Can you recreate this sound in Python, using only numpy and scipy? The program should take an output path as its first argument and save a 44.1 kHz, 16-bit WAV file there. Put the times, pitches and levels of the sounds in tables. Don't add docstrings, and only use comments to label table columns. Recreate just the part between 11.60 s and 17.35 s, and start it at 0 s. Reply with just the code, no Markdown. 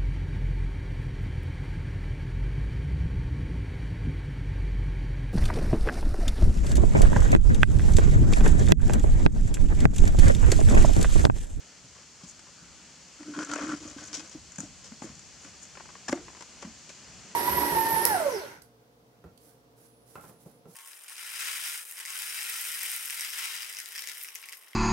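import sys
import numpy as np
from scipy import signal
from scipy.fft import rfft, irfft
from scipy.io import wavfile
from scipy.ndimage import uniform_filter1d

SR = 44100
rng = np.random.default_rng(int(sys.argv[2]) if len(sys.argv) > 2 else 0)


def store_pcm(level_fs):
    pcm = np.round(np.clip(level_fs, -1, 1) * 32767).astype(np.int16)
    wavfile.write(sys.argv[1], SR, np.atleast_2d(pcm).T)


N = 253575
TIME_S = np.arange(N) / SR
FREQ_HZ = np.arange(N // 2 + 1) * SR / N
MID_ONLY = np.array([[1], [0]])

# (time [s], level [dB], pitch [Hz])
BUMP_HITS = [(0.242, -48, 137), (0.634, -43, 179), (1.02, -48.5, 172), (2.251, -37.5, 306),
             (2.363, -37, 285), (2.749, -36.5, 308), (2.984, -34.5, 186), (2.997, -45, 273),
             (3.033, -35.5, 294), (3.318, -41.5, 222), (3.42, -36, 239), (3.442, -38, 323),
             (3.496, -46.5, 209), (3.847, -48, 291), (4.493, -33.5, 249), (4.554, -40.5, 337),
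             (5.047, -39.5, 196), (5.071, -41.5, 220)]
# (time [s], length [s], rasp [dB], grit [dB], grit pitch [Hz])
SCUFF_SLIDES = [(0.347, 0.1, -60, -60, 4960), (0.612, .02, -57, -64, 5000),
                (0.635, 0.019, -62, -49.5, 5100), (0.868, .04, -58.5, -66, 5000),
                (2.53, 0.01, -48, -39, 5000), (2.54, 0.043, -52, -36.5, 5700),
                (2.579, 0.021, -63, -47, 6200), (2.595, 0.017, -51.5, -42, 5000),
                (2.713, 0.043, -59, -50.5, 5400), (3.011, 0.07, -73, -50.5, 6800),
                (3.242, 0.048, -60, -49, 5550), (3.418, 0.13, -53.5, -56, 6960),
                (3.834, 0.068, -59, -56, 6200), (4.482, 0.02, -35.5, -40.5, 5500),
                (4.517, 0.011, -44, -43, 5500), (5.02, 0.02, -61, -48, 2990),
                (5.296, 0.021, -54.5, -51.5, 2300)]
# (time [s], length [s], level [dB])
ROPE_PASSES = [(0.661, 0.068, -49), (2.467, 0.017, -47.5), (2.98, 0.044, -47), (3.415, 0.052, -49),
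               (3.804, .06, -55.5), (4.012, 0.041, -48), (4.498, 0.033, -46), (4.54, .026, -52),
               (5.287, .018, -57)]
# (time [s], body [dB], edge [dB], pitch [Hz])
CLICK_HITS = [(0.793, -45, -44.5, 1470), (1.606, -47, -58, 1450), (1.63, -42, -48, 1900),
              (1.96, -26, -50, 1095), (1.962, -27, -52, 624), (1.977, -35, -50, 2223),
              (1.986, -28, -54, 660), (2.422, -42, -56, 820), (2.54, -35, -48, 1510),
              (2.602, -43, -54, 850), (2.984, -37.5, -54, 1580), (3.004, -46, -48, 1550),
              (3.321, -40, -56, 640), (3.421, -31.5, -60, 845), (3.847, -42, -48, 1510),
              (4.153, -39, -57, 1370), (4.172, -32.5, -55, 1025), (4.199, -36.5, -62, 1140),
              (4.205, -37.5, -64, 1054), (4.256, -42, -60, 900), (4.29, -38.5, -60, 1000),
              (4.302, -42.5, -64, 1100), (4.3535, -36.5, -54, 1110), (4.485, -29, -32, 866),
              (4.494, -28.5, -35, 834), (4.575, -37, -60, 1480), (4.682, -35, -60, 1040),
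              (4.702, -42.5, -62, 900), (4.731, -45, -64, 860), (4.749, -41, -60, 1000),
              (4.769, -40, -46, 1035), (4.808, -35.5, -41, 966), (4.823, -37.5, -40, 1013),
              (5.026, -31, -46, 903), (5.031, -33, -50, 564), (5.05, -39.5, -50, 1010),
              (5.2925, -41.5, -41.5, 2330)]
# (time [s], length [s], rasp [dB], chirr [dB])
RUB_STROKES = [(1.578, 0.085, -67.5, -62), (1.656, 0.095, -63, -59), (1.732, 0.058, -53.5, -46),
               (1.784, 0.047, -46, -43), (1.835, 0.051, -53.5, -59), (1.885, 0.082, -44.5, -45.5),
               (1.962, 0.042, -45, -58), (2.002, 0.054, -44, -40.5), (2.062, 0.059, -44, -40.5),
               (2.106, 0.034, -46.5, -46), (2.149, .025, -50, -55.5), (2.196, .11, -53.5, -62),
               (2.31, 0.045, -59, -68), (2.371, 0.082, -52, -62), (2.45, .11, -61, -71),
               (2.573, 0.09, -57.5, -65)]
# (time [s], length [s], peak [dB], pitch [Hz])
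GROAN_PULLS = [(1.596, 0.04, -39.5, 303.6), (1.646, 0.043, -43, 300), (1.676, 0.042, -32.5, 296),
               (1.706, 0.044, -41, 296), (1.756, 0.057, -29, 307.6), (1.79, 0.057, -33.5, 303),
               (1.843, 0.067, -46, 289.7), (1.885, 0.032, -35.5, 296.4), (1.911, 0.038, -34, 301.5),
               (1.946, 0.05, -38, 306), (2.001, 0.033, -29.5, 290), (2.025, .032, -28, 296),
               (2.054, 0.035, -33, 308.8), (2.076, .04, -31, 313), (2.111, 0.049, -29.5, 297.3),
               (2.151, 0.037, -43, 286), (2.204, 0.043, -43, 309), (2.278, .055, -46.5, 300.3),
               (2.397, 0.054, -47, 305.5), (2.49, 0.073, -48, 297.6), (2.568, 0.048, -41.5, 298.7),
               (2.612, 0.051, -48, 326)]
# (time [s], ring [dB], edge [dB], pitch [Hz])
CATCH_HITS = [(1.737, -40, -64, 1470), (1.749, -36, -60, 1455), (1.764, -38, -58, 1484),
              (1.789, -27.5, -37, 1420), (1.808, -32, -43, 1465), (1.829, -33.5, -36, 1410),
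              (1.871, -40, -54, 1350), (1.9142, -28, -31, 1410), (1.9356, -25, -29.5, 1353),
              (2.013, -33, -47, 1455), (2.02, -32, -47, 1200), (2.033, -34, -50, 1330),
              (2.044, -34, -49, 1505), (2.091, -36, -43, 1343), (2.117, -33.5, -41, 1395),
              (2.137, -36.5, -44, 1395), (2.385, -39.5, -52, 1565)]
# (time [s], level [dB])
SNAP_HITS = [(1.848, -29.5), (1.936, -28), (1.957, -28), (2.277, -37), (2.299, -38), (2.439, -34),
             (2.46, -37), (2.541, -37), (2.553, -35), (2.675, -42), (2.696, -37.5), (2.92, -36),
             (2.959, -35.5), (2.984, -26.5), (3.004, -25), (3.552, -40), (3.593, -37.5), (4.027, -38.5),
             (4.053, -40)]
# (time [s], length [s], rate [1/s], body [dB], edge [dB])
PATTER_SPELLS = [(2.201, .28, 22, -50, -47.5), (4.17, .62, 10, -53, -66)]

# (pitch ratio, level [dB], T60 [s])
CLICK_MODES = [(1, 1, 0.049), (1.52, -8, .04), (2.42, -11.5, .035)]
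CATCH_MODES = [(.73, -8, .03), (1, -3, 0.049), (2.191, -14, .03)]
# (frequency [Hz], level [dB], T60 [s])
GLANCE_MODES = [(1720, -34, .05), (2560, -41, .06), (5490, -36, 0.046), (7040, -33, .03)]
KNOCK_MODES = [(279, -24, 0.06), (316.5, -22.5, 0.054), (340, -42, .3), (572, -20.5, 0.031),
               (710, -37, 0.091), (1180, -31, 0.033), (1680, -40, 0.027), (2110, -30.5, 0.019),
               (7000, -38, 0.019)]
# (frequency [Hz], width [Hz], boost [dB])
SHELL_MODES = [(730, 14, 6), (863, 15, 6.5), (1031, 16, 5.5), (1169, 14, 9), (1330, 16, 7.5),
               (1393, 18, 10), (1504, 23, 10), (1564, 19, 6), (1673, 11, 8.5), (2157, 17, 9.5),
               (2518, 21, 11), (3140, 220, 7.5), (5920, 600, 3), (6900, 280, 4)]

# (frequency [Hz], level [dB])
AIR_EQ = [(25, -21), (60, -7.5), (110, -7.5), (180, 1.5), (280, -3), (450, -7), (900, -8.5), (1400, -8.5),
          (2000, -8.5), (3000, -8), (3900, -32.5), (6000, -72.5)]
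RUMBLE_EQ = [(20, -40), (40, -5.5), (70, 3.5), (110, -2), (190, -1), (350, -20.5), (1000, -72)]
HISS_EQ = [(1760, -8), (3000, -4.5), (3440, -1), (3760, -5), (4260, 1.5), (5530, 2), (6010, 3), (7130, 4),
           (7590, -0.5), (9450, -16), (11400, -26.5), (15500, -33)]
RASP_EQ = [(250, -12.5), (420, -0.5), (580, 4.5), (830, -11), (1050, 1), (1400, -7.5), (1800, -1.5),
           (2700, -10.5), (3150, -14.5), (3600, -30), (5000, -51)]
GRIT_EQ = [(2000, -10), (3700, -2.5), (5200, 3.5), (7200, 3), (8500, -6.5), (10500, -20.5), (15000, -41)]
SWISH_EQ = [(3000, -39), (5500, -5), (6400, 1), (6900, 7.5), (7400, -1), (8500, -7.5), (10000, -19),
            (11500, -25), (15000, -48)]
CLICK_EQ = [(210, -10), (350, 4.5), (542, -0.5), (896, 2.5), (1060, 2), (1290, 0.5), (2400, -1),
            (2970, -4.5), (3790, -15), (4500, -4), (5850, -60), (9900, -120)]
CHIRR_EQ = [(500, -53), (1000, -19.5), (1250, 1.5), (1480, -3), (1700, -6.5), (2100, -35), (2700, -28),
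            (3120, -30), (3500, -31), (6000, -53)]
SNAP_EQ = [(500, -18), (1600, -1.5), (2600, -13), (4500, -43), (6000, 5), (7000, 7), (8200, -3),
           (10000, -24), (15000, -34)]
CRUNCH_EQ = [(250, -9), (420, -2), (600, 1), (830, 3), (1000, -10), (1400, -2), (1750, -2), (2150, 1),
             (2450, -14), (3200, -16), (5000, -40)]
KNOCK_EDGE_EQ = [(2000, -1), (3700, -3), (5300, 2), (7000, 6), (8500, -11), (10500, -24), (13000, -23),
                 (15500, -34)]
THUD_EQ = [(40, -21.5), (120, -5), (250, 2), (420, -16), (560, -10.5), (900, -23), (3000, -50)]
THRUM_EQ = [(40, -40), (100, -9.5), (200, 5), (320, 2.5), (440, -9), (600, -8.5), (900, -30),
            (3000, -57)]
KNOCK_TAIL_EQ = [(30, -45), (110, -35), (330, 0), (600, -14), (1500, -18.5), (4000, -34), (7500, -33),
                 (12000, -62)]

# (frequency [Hz], side minus mid [dB])
NEAR_WIDTH = [(60, -1), (300, -19.5), (700, -18), (1400, -8), (4400, -9.5), (8000, -1)]
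FAR_WIDTH = [(60, 0), (200, -11.5), (600, -13.5), (1400, -10.5), (4400, -8), (8000, -0.5)]
# (frequency [Hz], left minus right [dB])
PORT_TILT = [(400, 0), (1200, 4), (2400, 3), (7000, 4.5), (12000, -0.5)]


def undb(db):
    return 10 ** (np.asarray(db) / 20)


def unit(x):
    return x / np.sqrt(np.mean(x ** 2))


def response(points):
    hz, db = np.transpose(points)
    return undb(np.interp(np.log(FREQ_HZ + 1), np.log(hz), db))


def colour(x, points):
    cepstrum = irfft(np.log(unit(response(points))), N)
    cepstrum[1:] *= 2 * (np.arange(1, N) < N / 2)
    return irfft(rfft(x) * np.exp(rfft(cepstrum)), N)


def lowpass(x, hz):
    return signal.sosfilt(signal.butter(2, hz, fs=SR, output="sos"), x + 1e-18)


def noise():
    return rng.standard_normal((2, N))


def walk(rate_hz):
    hold = int(SR / rate_hz)
    return 1.37 * uniform_filter1d(rng.standard_normal(N)[np.arange(N) // hold], hold)


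def fade(start_s, t60_s, rise_s):
    age_s = np.maximum(TIME_S - start_s, 0)
    shape = (1 - np.exp(-age_s / rise_s)) * np.exp(-np.minimum(np.log(1000) * age_s / t60_s, 50))
    return shape / shape.max()


def arch(start_s, length_s):
    return np.sin(np.pi * np.clip((TIME_S - start_s) / length_s, 0, 1))


def ring(start_s, hz, t60_s, rise_s):
    first = int(np.ceil(start_s * SR))
    age_s = TIME_S[first:first + int(2 * t60_s * SR)] - start_s
    shape = (1 - np.exp(-age_s / rise_s)) * np.exp(-np.log(1000) * age_s / t60_s)
    tone = shape / shape.max() * np.sin(2 * np.pi * hz * age_s)
    return np.pad(tone, (first, N - first - len(tone)))


def strike(start_s, t60_s, tap_db):
    force = noise() * fade(start_s, t60_s, rise_s=0.0002)
    first = int(start_s * SR)
    force[[0, 1], [first, first + 11]] += undb(tap_db)
    return force


def slips(rate_hz, spread_db, slip_s):
    onsets = rng.random(N) < rate_hz / SR
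    sizes = onsets * undb(spread_db * np.minimum(rng.exponential(size=N), 3))
    power = signal.lfilter([1], [1, -np.exp(-2 / (slip_s * SR))], sizes ** 2) + 1e-9
    return np.sqrt(power / np.maximum(uniform_filter1d(power, int(0.026 * SR)), 1e-9))


def yard(air_db=-58.5, rumble_db=-68, hiss_db=-55, rise_db_per_s=0.3868):
    air = undb(air_db + 1.1 * walk(4.46)) * colour(noise(), AIR_EQ)
    rumble = undb(rumble_db + 3.5 * walk(9)) * colour(noise(), RUMBLE_EQ)
    hiss = undb(hiss_db) * colour(noise(), HISS_EQ)
    return undb(rise_db_per_s * TIME_S) * (air + rumble + hiss)


def bumps(tone_db=1, thud_db=-8.5, boom_db=-65, t60_s=0.069, boom_t60_s=0.77):
    tone = sum(undb(db) * ring(s, hz, t60_s, rise_s=0.0036) for s, db, hz in BUMP_HITS)
    force = sum(undb(db) * fade(s, 2 * t60_s, rise_s=0.00087) for s, db, _ in BUMP_HITS)
    thud = colour(noise() * force, THUD_EQ)
    boom_envelope = sum(fade(s, boom_t60_s, rise_s=0.036) for s, _, _ in BUMP_HITS)
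    boom = colour(noise() * boom_envelope, RUMBLE_EQ)
    return undb(tone_db) * tone * MID_ONLY + undb(thud_db) * thud + undb(boom_db) * boom


def scuffs(treble_db=-2, sing_db=-2, flutter_hz=450):
    rasp, grit, sing = 0, 0, 0
    for start_s, length_s, rasp_db, grit_db, hz in SCUFF_SLIDES:
        progress = (TIME_S - start_s) / length_s
        slide = (progress > 0) * np.sqrt(np.clip(1 - progress, 0, 1))
        rasp += undb(rasp_db) * slide
        grit += undb(grit_db) * slide
        sing += undb(grit_db) * slide * np.sin(2 * np.pi * hz * TIME_S)
    grain = slips(rate_hz=660, spread_db=-2, slip_s=0.0054)
    flutter = unit(lowpass(noise(), flutter_hz))
    treble = colour(noise() * grain * grit, GRIT_EQ) + undb(sing_db) * sing * flutter
    return colour(noise() * grain * rasp, RASP_EQ) + undb(treble_db) * treble


def swishes():
    swell = sum(undb(db) * arch(s, length_s) for s, length_s, db in ROPE_PASSES)
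    return colour(noise() * swell * slips(rate_hz=1100, spread_db=0, slip_s=0.0042), SWISH_EQ)


def clicks(body_db=-8, edge_db=-4.5, wood_db=-11, tap_db=16, t60_s=0.041, cutoff_ratio=2.86):
    body = sum(undb(db) * lowpass(strike(s, t60_s, tap_db), cutoff_ratio * hz)
               for s, db, _, hz in CLICK_HITS)
    edge = sum(undb(db) * strike(s, 0.83 * t60_s, tap_db) for s, _, db, _ in CLICK_HITS)
    wood = sum(undb(db + mode_db) * ring(s, hz * ratio, mode_t60_s, rise_s=0.0003)
               for s, db, _, hz in CLICK_HITS for ratio, mode_db, mode_t60_s in CLICK_MODES)
    impact = undb(body_db) * colour(body, CLICK_EQ) + undb(edge_db) * colour(edge, GRIT_EQ)
    return impact + undb(wood_db) * wood * MID_ONLY


def brushing(start_s=0.95, end_s=1.33, gain_db=-64):
    touch = np.interp(TIME_S, [start_s, start_s + 0.04, end_s - 0.08, end_s], [0.17, 0.7, 0.17, 0])
    return undb(gain_db + 2 * walk(25)) * touch * colour(noise(), CHIRR_EQ)


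def stroke(start_s, length_s, attack_s=0.0089, sag_db_per_s=12, release_t60_s=0.1):
    age_s = np.maximum(TIME_S - start_s, 0)
    fall_db = sag_db_per_s * age_s + 60 * np.maximum(age_s - length_s, 0) / release_t60_s
    return np.minimum(age_s / attack_s, 1) * undb(-np.minimum(fall_db, 200))


def rubbing(rasp_db=-1, chirr_db=-5.5, grit_db=-2, pivot_db=-48, grit_exponent=0.61):
    strokes = [np.outer(undb(dbs), stroke(s, length_s)) for s, length_s, *dbs in RUB_STROKES]
    rasp_gain, chirr_gain = np.max(strokes, axis=0)
    grit_gain = undb(pivot_db) * (rasp_gain / undb(pivot_db)) ** grit_exponent
    grip = unit(undb(2.6 * walk(170)))
    grains = noise() * slips(rate_hz=600, spread_db=1, slip_s=0.012)
    creak = noise() * slips(rate_hz=300, spread_db=1.8, slip_s=0.002)
    crackle = noise() * slips(rate_hz=650, spread_db=2, slip_s=0.004)
    rasp = undb(rasp_db) * colour(grains * grip * rasp_gain, RASP_EQ)
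    chirr = undb(chirr_db) * colour(creak * chirr_gain, CHIRR_EQ)
    grit = undb(grit_db) * colour(crackle * grit_gain, GRIT_EQ)
    return rasp + chirr + grit


def groaning(tone_db=-0.5, thrum_db=-13, shake_db=1.7, wander=0.033):
    power = sum((undb(db) * arch(s, length_s)) ** 2 for s, length_s, db, _ in GROAN_PULLS)
    start_s, length_s, _, pitch_hz = np.transpose(GROAN_PULLS)
    hz = np.interp(TIME_S, start_s + length_s / 2, pitch_hz) * (1 + wander * walk(150))
    tone = np.sin(2 * np.pi * np.cumsum(hz) / SR) * undb(shake_db * walk(110))
    thrum = colour(noise(), THRUM_EQ)
    return np.sqrt(power) * (undb(tone_db) * tone * MID_ONLY + undb(thrum_db) * thrum)


def catches(crack_db=-14, edge_db=-6, tap_db=15, t60_s=0.042):
    hollow = sum(undb(db + mode_db) * ring(s, hz * ratio, mode_t60_s, rise_s=0.0004)
                 for s, db, _, hz in CATCH_HITS for ratio, mode_db, mode_t60_s in CATCH_MODES)
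    crack = sum(undb(db) * strike(s, t60_s, tap_db) for s, db, _, _ in CATCH_HITS)
    edge = sum(undb(db) * strike(s, t60_s, tap_db) for s, _, db, _ in CATCH_HITS)
    impact = undb(crack_db) * colour(crack, CLICK_EQ) + undb(edge_db) * colour(edge, GRIT_EQ)
    return impact + hollow * MID_ONLY


def snaps(gain_db=-10, tap_db=17, t60_s=0.023):
    force = sum(undb(db) * strike(s, t60_s, tap_db) for s, db in SNAP_HITS)
    return undb(gain_db) * colour(force, SNAP_EQ)


def patter(body_db=-7, edge_db=-5, spread_db=5, tick_s=0.0057):
    chance = rng.random(N)
    sizes = undb(spread_db * np.clip(rng.standard_normal(N), -2, 2))
    hits = 0
    for start_s, length_s, rate_hz, *dbs in PATTER_SPELLS:
        active = (TIME_S > start_s) & (TIME_S < start_s + length_s)
        hits += np.outer(undb(dbs), sizes * (chance < rate_hz / SR) * active)
    power = signal.lfilter([1], [1, -np.exp(-2 / (tick_s * SR))], hits ** 2 + 1e-18)
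    body_gain, edge_gain = np.sqrt(power)
    body = undb(body_db) * colour(noise() * body_gain, CLICK_EQ)
    edge = undb(edge_db) * colour(noise() * edge_gain, GRIT_EQ)
    return body + edge


def knock(glance_s=4.4828, blow_s=4.528, crunch_db=-28, edge_db=-32.5, tail_db=-41):
    glance = sum(undb(db) * ring(glance_s, hz, t60_s, rise_s=0.00045) for hz, db, t60_s in GLANCE_MODES)
    modes = sum(undb(db) * ring(blow_s, hz, t60_s, rise_s=0.8 / hz) for hz, db, t60_s in KNOCK_MODES)
    crunch = colour(noise() * fade(blow_s - 0.003, t60_s=0.027, rise_s=0.0012), CRUNCH_EQ)
    edge = colour(strike(blow_s - 0.0005, t60_s=0.018, tap_db=17), KNOCK_EDGE_EQ)
    tail = colour(noise() * fade(blow_s, t60_s=0.35, rise_s=0.0057), KNOCK_TAIL_EQ)
    impact = undb(crunch_db) * crunch + undb(edge_db) * edge + undb(tail_db) * tail
    return impact + (glance + modes) * MID_ONLY


def shell(x):
    gain = 1 + sum((undb(db) - 1) / (1 + 2j * (FREQ_HZ - hz) / width_hz)
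                   for hz, width_hz, db in SHELL_MODES)
    return irfft(rfft(x) * gain, N)


def ports(pair, width, lean):
    mid, side = rfft(pair)
    side = side * response(width)
    tilt = response(PORT_TILT) ** (lean / 2)
    left_right = np.array([(mid + side) * tilt, (mid - side) / tilt])
    return irfft(left_right * 2 / (tilt + 1 / tilt), N)


def scene():
    contacts = brushing() + groaning() + rubbing() + bumps() + snaps() + scuffs() + patter()
    near = shell(contacts) + catches() + swishes() + knock()
    return (ports(near, NEAR_WIDTH, lean=0.98)
            + ports(clicks(), NEAR_WIDTH, lean=1.84)
            + ports(yard(), FAR_WIDTH, lean=0.44))


def record(dry, low_hz=40, top_hz=15700):
    trimmed = signal.sosfilt(signal.butter(2, low_hz, "high", fs=SR, output="sos"), dry)
    return signal.sosfilt(signal.ellip(10, 0.2, 70, top_hz, fs=SR, output="sos"), trimmed)


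dry = scene()
out = record(dry)
store_pcm(out)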